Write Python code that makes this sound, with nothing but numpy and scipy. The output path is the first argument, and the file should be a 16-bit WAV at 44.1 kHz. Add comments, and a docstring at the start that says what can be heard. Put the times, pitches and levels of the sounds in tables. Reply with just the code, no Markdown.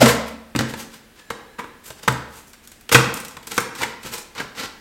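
"""A rip is heard first: a piece of hand-held corrugated cardboard is torn free by a knife, then tossed aside.
The point pricks the next, pops its liner, bursts through; the blade twists and is drawn out in short scrapes.
Fractures, friction and snapping fibres are shaped noise bursts driving board spectra; struck notes add pitch.
Decaying sines give the room's boom and wavering sines the faint ring of steel, over steady background noise.
A diffuse tail surrounds the board's sounds, as in a small, hard-walled room."""
import sys
import numpy as np
from scipy import signal
from scipy.fft import rfft, irfft
from scipy.io import wavfile
from scipy.ndimage import map_coordinates

SR = 44100
rng = np.random.default_rng(int(sys.argv[2]) if len(sys.argv) > 2 else 0)


def pcm_store(signal):
    """Save signal as 16-bit PCM."""
    levels = np.round(np.clip(np.atleast_2d(signal), -1, 1) * 32767)
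    wavfile.write(sys.argv[1], SR, levels.astype(np.int16).T)


N = 212011

# Sudden fractures and knocks of the board; the layer levels are relative to strength_db:
# peak_s, rise_s, strength_db, flex_db, fibre_db, boom_db, note_db, note_hz
FRACTURES = [ (0.019, 0.022, -17, -12.5, 2.5, -1.5, 11.5, 607), (0.029, 0.016, -14, -32, -4, -11, 8.5, 226),
             (0.061, 0.013, -9, -12.5, -6, -13.5, -4.5, 524),
             (0.094, 0.016, -17, -17, -4, -14.5, -2.5, 1790), (0.551, 0.0012, -22, 4, -14, -4.5, 5, 263),
             (0.561, 0.00064, -28, 7, 8.5, -15, 9, 326), (0.590, 0.0018, -18, 3.5, 1, -6.5, 1, 1540),
             (0.608, 0.0026, -29, 5.5, -9, -7, 14.5, 324), (0.738, 0.00094, -29, 5.5, -1.5, -35, 2.5, 860),
             (1.304, 0.0028, -21.5, -3.5, -6.5, -30, -2.5, 940),
             (1.593, 0.014, -27, -7, -11.5, -41, 0, 970), (1.643, 0.0046, -36.5, 1.5, -18, -25, -2, 1070),
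             (1.904, 0.0024, -34.5, -1.5, 1, -26.5, -1.5, 650),
             (2.078, 0.0011, -12.5, -4, -9, -13.5, 3, 880),
             (2.082, 0.0031, -19, -0.5, -0.5, -8.5, 10.5, 1293),
             (2.892, 0.0014, -26, -16, 0, -30, 0.5, 2960), (2.917, 0.004, -14, -8, -7, -24, -7, 1200),
             (2.926, 0.0029, -15.5, -6.5, -0.5, -20, 0.5, 1210),
             (2.947, 0.003, -4.5, -3, -5.5, -19, 2.5, 2400),
             (2.953, 0.0045, -4.5, -9, -4.5, -16.5, 2.5, 1470),
             (3.369, 0.0027, -35, -2, -1.5, -18, 3.5, 950), (3.579, 0.00077, -11, -6, -3, -30, 1, 1345),
             (3.822, 0.036, -25, -8, -3, -15, -2, 894), (3.832, 0.0045, -23.5, -7.5, -6, -22, 8.5, 1910),
             (4.050, 0.014, -40.5, 9, -6.5, -2, 3, 227), (4.403, 0.012, -26.5, -4.5, -8, -19, 2.5, 1650)]
# Blade or hand sliding on the board; brightness is positive for a light edge, negative for flat and heavy:
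# peak_s, rise_s, strength_db, brightness_db
SCRAPES = [ (0.090, 0.048, -22.5, 1), (0.283, 0.03, -45.5, 3.5), (0.699, 0.034, -42, 1.5),
           (0.802, 0.064, -38, 1.5), (0.944, 0.06, -46, -0.5), (1.19, 0.061, -51, -5),
           (1.879, 0.066, -45, 5.5), (1.990, 0.065, -52.5, 0), (2.033, 0.013, -39.5, -2),
           (2.380, 0.14, -49.5, 3.5), (2.48, 0.025, -59, 10), (2.639, 0.020, -52.5, 3),
           (2.925, 0.010, -17.5, 2), (3.168, 0.03, -39.5, 0), (3.429, 0.0061, -49, -1),
           (3.471, 0.0043, -37.5, 3.5), (3.518, 0.027, -33.5, -2), (3.569, 0.033, -37, 1.5),
           (3.603, 0.011, -39.5, 7.5), (3.752, 0.0041, -39, -2), (3.790, 0.045, -36.5, -1.5),
           (4.070, 0.075, -38, -2), (4.141, 0.041, -32, 1.5), (4.180, 0.0082, -34, 2.5),
           (4.388, 0.052, -34.5, -15.5), (4.42, 0.0094, -44, -10), (4.597, 0.063, -30.5, -7.5),
           (4.638, 0.033, -32.5, -11)]
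# Single fibres snapping against the steel: peak_s, strength_db, brightness_db
FIBRE_SNAPS = [ (2.124, -41, 4), (2.532, -42.5, -3.5), (2.674, -44.5, 4), (2.717, -43.5, 1),
               (2.810, -50, 2), (3.141, -45, 16.5), (3.201, -36, 3.5), (3.249, -34, 0), (3.283, -43, 5.5),
               (3.309, -42.5, -7), (3.541, -43, 7), (4.031, -38.5, -3.5), (4.351, -42.5, -25)]
# Resonances of the stiff corrugated panel: frequency_hz, width_hz, level_db
PANEL_MODES = [(464, 53.5, -1), (845, 98, -3), (1022, 137, -2.5), (1348, 112, -1), (1550, 125, -2.5),
               (1947, 450, -5), (2420, 700, -9), (3740, 420, -19)]
# Low resonances of the room: frequency_hz, mean_level_db, t60_s
ROOM_MODES = [(71, -14, 0.98), (127.9, 8, 0.34), (225.5, -6.5, 0.95), (324.7, -14.5, 0.45),
              (453.7, -11, 0.59), (543, -15.5, 0.97)]
# Relative spectrum of the flexing sheet: frequency_hz, density_db (per Hz)
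FLEX_SPECTRUM = [(30, -14.5), (80, -5), (140, -3.5), (240, 1), (450, -7), (800, -19), (2000, -13.5),
                 (8000, -61)]
# Relative spectrum of the tearing fibres: frequency_hz, density_db (per Hz)
FIBRE_SPECTRUM = [(200, -58), (1000, -17), (2600, -1.5), (4500, -2.5), (6300, -5.5), (8200, -5.5),
                  (10000, -14.5), (13000, -10.5), (16000, -26)]
# Relative spectrum of the sliding steel: frequency_hz, density_db (per Hz)
HISS_SPECTRUM = [(500, -74), (3000, -13.5), (6000, -1.5), (8200, 0.5), (10500, -3), (13500, -1.5),
                 (16000, -10)]
# Relative spectrum of the quiet room: frequency_hz, density_db (per Hz)
AIR_SPECTRUM = [(15, -37), (25, -7), (166, -15.5), (236, -7), (277, -12), (607, -19), (1100, -23.5),
                (1650, -18.5), (2000, -20.5), (4140, -26.5), (6380, -30.5), (8140, -30), (16000, -34)]
# Decay time of the diffuse tail: frequency_hz, t60_s
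ROOM_DECAY = [(100, 0.98), (260, 0.55), (700, 0.75), (1840, 0.66), (4850, 0.57), (8000, 0.38),
              (14000, 0.38)]
# Reflection from the walls: frequency_hz, reflected_db
WALL_REFLECTION = [(60, -2.5), (300, 3.5), (1500, 1), (4000, 1), (8000, 4), (15000, -3)]
# Faint ring of the steel: frequency_hz, relative_level_db
BLADE_MODES = [(1680, -62.5), (1703, -68), (1745, -62.5), (3984, -70), (4522, -84), (7235, -77)]

TOP_HZ = 16200  # upper band limit
LENGTH = 40000  # samples in each event
T = np.arange(LENGTH) / SR  # s
HZ = np.fft.rfftfreq(LENGTH, 1 / SR)

# Release: t60 (s) as the rise tends to zero; added seconds per second of rise
FRACTURE_T60_S, FRACTURE_LINGERS = 0.027, 3.4
SCRAPE_T60_S, SCRAPE_LINGERS = 0.12, 0.78
# Layer levels against the fibres, at zero brightness
SCRAPE_FLEX_DB, SCRAPE_PANEL_DB, SCRAPE_HISS_DB = -9.5, -2.5, -5.5
SNAP_PANEL_DB, SNAP_HISS_DB = -2, 2
# The small patch sends less into the room than the whole sheet
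SHEET_WET_DB, NOTE_WET_DB = -6, -10
NOTE_Q = 7  # sharpness of the strained patch's note
BODY_FALLS, HISS_GROWS, TREBLE_GROWS = 0.21, 1.44, 0.52  # dB per dB of brightness
TREBLE_HZ = 6220  # above this the fibres follow the brightness
SNAP_T60_S, SNAP_SHORTENS = 0.039, 0.57  # t60 at zero brightness; dB of length lost per dB of brightness


def fractures(flex, panel, fibre):
    """Sudden release of strain: sheet flexes, panel cracks, the patch round the point rings; slow ones linger."""
    out = np.zeros(N)
    for peak_s, rise, strength_db, flex_db, fibre_db, boom_db, note_db, note_hz in FRACTURES:
        force = stroke(rise, FRACTURE_T60_S + FRACTURE_LINGERS * rise)
        layers = [(flex_db, flex), (0, panel), (fibre_db, fibre)]
        sheet = sum(amp(db) * crackle(force, response, rate=3000, rub=0.21) for db, response in layers)

        patch = resonant([(note_hz, note_hz / NOTE_Q, 0)])
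        note = amp(note_db) * crackle(force, patch, rate=2500, rub=0.19)

        boom = amp(boom_db) * room_boom() * np.minimum(T / (rise + 0.011), 1)
        heard = in_room(sheet, SHEET_WET_DB) + in_room(note, NOTE_WET_DB) + boom
        add(out, peak_s - rise, amp(strength_db) * heard)
    return out


def scrapes(flex, panel, fibre, hiss, slip_rate=170, slip_db=2.0):
    """Stick-slip friction: sliding over flutes comes in clumps; a lighter touch trades body for treble."""
    out = np.zeros(N)
    treble = 1 / (1 + (TREBLE_HZ / (HZ + 1)) ** 10)
    for peak_s, rise, strength_db, bright_db in SCRAPES:
        # Smooth random friction, slip_rate new values a second
        slips = map_coordinates(rng.standard_normal(LENGTH // 10), [T * slip_rate])
        pressure = stroke(rise, SCRAPE_T60_S + SCRAPE_LINGERS * rise)
        force = pressure * amp(slip_db * (slips + 0.95))

        body_db = -BODY_FALLS * bright_db
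        tilted_fibre = fibre * amp(TREBLE_GROWS * bright_db * treble)
        layers = [
            (SCRAPE_FLEX_DB + body_db, flex),
            (SCRAPE_PANEL_DB + body_db, panel),
            (0, tilted_fibre),
            (SCRAPE_HISS_DB + HISS_GROWS * bright_db, hiss),
        ]
        direct = sum(amp(db) * crackle(force, response, rate=2100, rub=0.58) for db, response in layers)
        add(out, peak_s - rise, amp(strength_db) * in_room(direct, wet_db=-7.5))
    return out


def fibre_snaps(panel, fibre, hiss, rise=0.0014):
    """Impulsive excitation: fibres snap at the edge of the hole; the brighter the snap, the shorter."""
    out = np.zeros(N)
    for peak_s, strength_db, bright_db in FIBRE_SNAPS:
        force = stroke(rise, SNAP_T60_S * amp(-SNAP_SHORTENS * bright_db))
        layers = [
            (SNAP_PANEL_DB - BODY_FALLS * bright_db, panel),
            (0, fibre),
            (SNAP_HISS_DB + HISS_GROWS * bright_db, hiss),
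        ]
        direct = sum(amp(db) * crackle(force, response, rate=1300, rub=0.033) for db, response in layers)
        add(out, peak_s - rise, amp(strength_db) * in_room(direct, wet_db=-4.5))
    return out


def blade(waver_rate=35, waver_db=3.0):
    """Modal vibration: the steel sings faintly and unevenly as its point is set on the board."""
    out = np.zeros(N)

    def waver():
        """Smooth random modulation, waver_rate new values a second."""
        return map_coordinates(rng.standard_normal(LENGTH // 10), [T * waver_rate])

    ring = 0
    for hz, db in BLADE_MODES:
        level = amp(db + 7.5 + waver_db * waver())
        ring = ring + level * np.sin(2 * np.pi * hz * T + waver())
    fade = 1 - (T / T[-1]) ** 2
    add(out, 1.15, ring * stroke(0.041, 14.0) * fade)
    return out


def room_boom():
    """Room modes: low standing waves decay exponentially, with random phases and slightly varied levels."""
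    boom = 0
    for hz, db, t60 in ROOM_MODES:
        level = amp(db + rng.normal(0, 1.0) - 60 * T / t60)
        boom = boom + level * np.sin(2 * np.pi * (hz * T + rng.random()))
    return boom


def in_room(x, wet_db, gap=0.0012):
    """Diffuse reverberation: a noise tail, building up over gap seconds, decays at its own rate in each band."""
    hz, t, z = signal.stft(rng.standard_normal(LENGTH), SR, nperseg=256)
    decay = amp(-60 * t / along(ROOM_DECAY, hz)[:, None])
    tail = signal.istft(z * decay, SR, nperseg=256)[1][:LENGTH]
    tail = tail * np.minimum(T / gap, 1) ** 2
    tail = irfft(rfft(sized(tail, 0.94)) * causal(WALL_REFLECTION))
    return x + amp(wet_db) * signal.fftconvolve(x, tail)[:LENGTH]


def air(level_db=-52):
    """Stationary noise: random pressure with a fixed spectrum forms the steady background of the room."""
    spectrum = amp(along(AIR_SPECTRUM, np.fft.rfftfreq(N, 1 / SR)))
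    noise = irfft(rfft(rng.standard_normal(N)) * spectrum, N)
    return amp(level_db) * noise / noise.std()


def crackle(force, response, rate, rub):
    """Random excitation: breaks, rate a second, over smooth rubbing drive a response; energy follows force."""
    breaks = rng.random(LENGTH) < rate / SR
    drive = rng.standard_normal(LENGTH) * (breaks + rub) * force
    return sized(irfft(rfft(drive) * response), force)


def stroke(rise, t60):
    """Loading and release: force grows quadratically for rise seconds, then decays exponentially."""
    return np.minimum(T / rise, 1) ** 2 * amp(-60 * np.maximum(T - rise, 0) / t60)


def resonant(modes):
    """Modal superposition: damped resonances (Hz, width, dB) sum with alternating signs."""
    response = 0
    for k, (f, width, db) in enumerate(modes):
        damping = 1j * HZ * width
        response = response + (-1) ** k * amp(db) * damping / (f * f - HZ * HZ + damping)
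    return response


def causal(points):
    """Minimum phase: folding the cepstrum gives the causal response of a magnitude spectrum."""
    cepstrum = irfft(np.log(amp(along(points, HZ))))
    cepstrum[1:LENGTH // 2] *= 2
    cepstrum[LENGTH // 2 + 1:] = 0
    return np.exp(rfft(cepstrum))


def along(points, hz):
    """Logarithmic frequency scale: (Hz, value) points are interpolated on it."""
    f, v = np.transpose(points)
    return np.interp(np.log(hz + 1), np.log(f + 1), v)


def amp(db):
    """Level law: decibels become an amplitude ratio."""
    return 10 ** (np.asarray(db) / 20)


def sized(x, like):
    """Energy normalisation: x is given the energy of another signal."""
    return x * np.linalg.norm(like) / (np.linalg.norm(x) + 1e-12)


def add(track, start_s, x):
    """Superposition: x is summed into the track from start_s on."""
    start = round(start_s * SR)
    x = x[max(-start, 0):N - start]
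    track[max(start, 0):][:len(x)] += x


def scene():
    """Superposition of all sounds of knife, board and room at one point."""
    flex, panel = causal(FLEX_SPECTRUM), resonant(PANEL_MODES)
    fibre, hiss = causal(FIBRE_SPECTRUM), causal(HISS_SPECTRUM)
    board = fractures(flex, panel, fibre)
    board += scrapes(flex, panel, fibre, hiss)
    board += fibre_snaps(panel, fibre, hiss)
    return (board + blade() + air())[None]


def record(dry):
    """Saturation and band limiting: peaks bend smoothly towards full scale, then a steep low-pass follows."""
    clipped = dry / (1 + np.abs(dry) ** 8) ** (1 / 8)
    low_pass = signal.ellip(10, 0.1, 80, TOP_HZ, fs=SR, output="sos")
    return signal.sosfilt(low_pass, clipped)


dry = scene()
out = record(dry)
pcm_store(out)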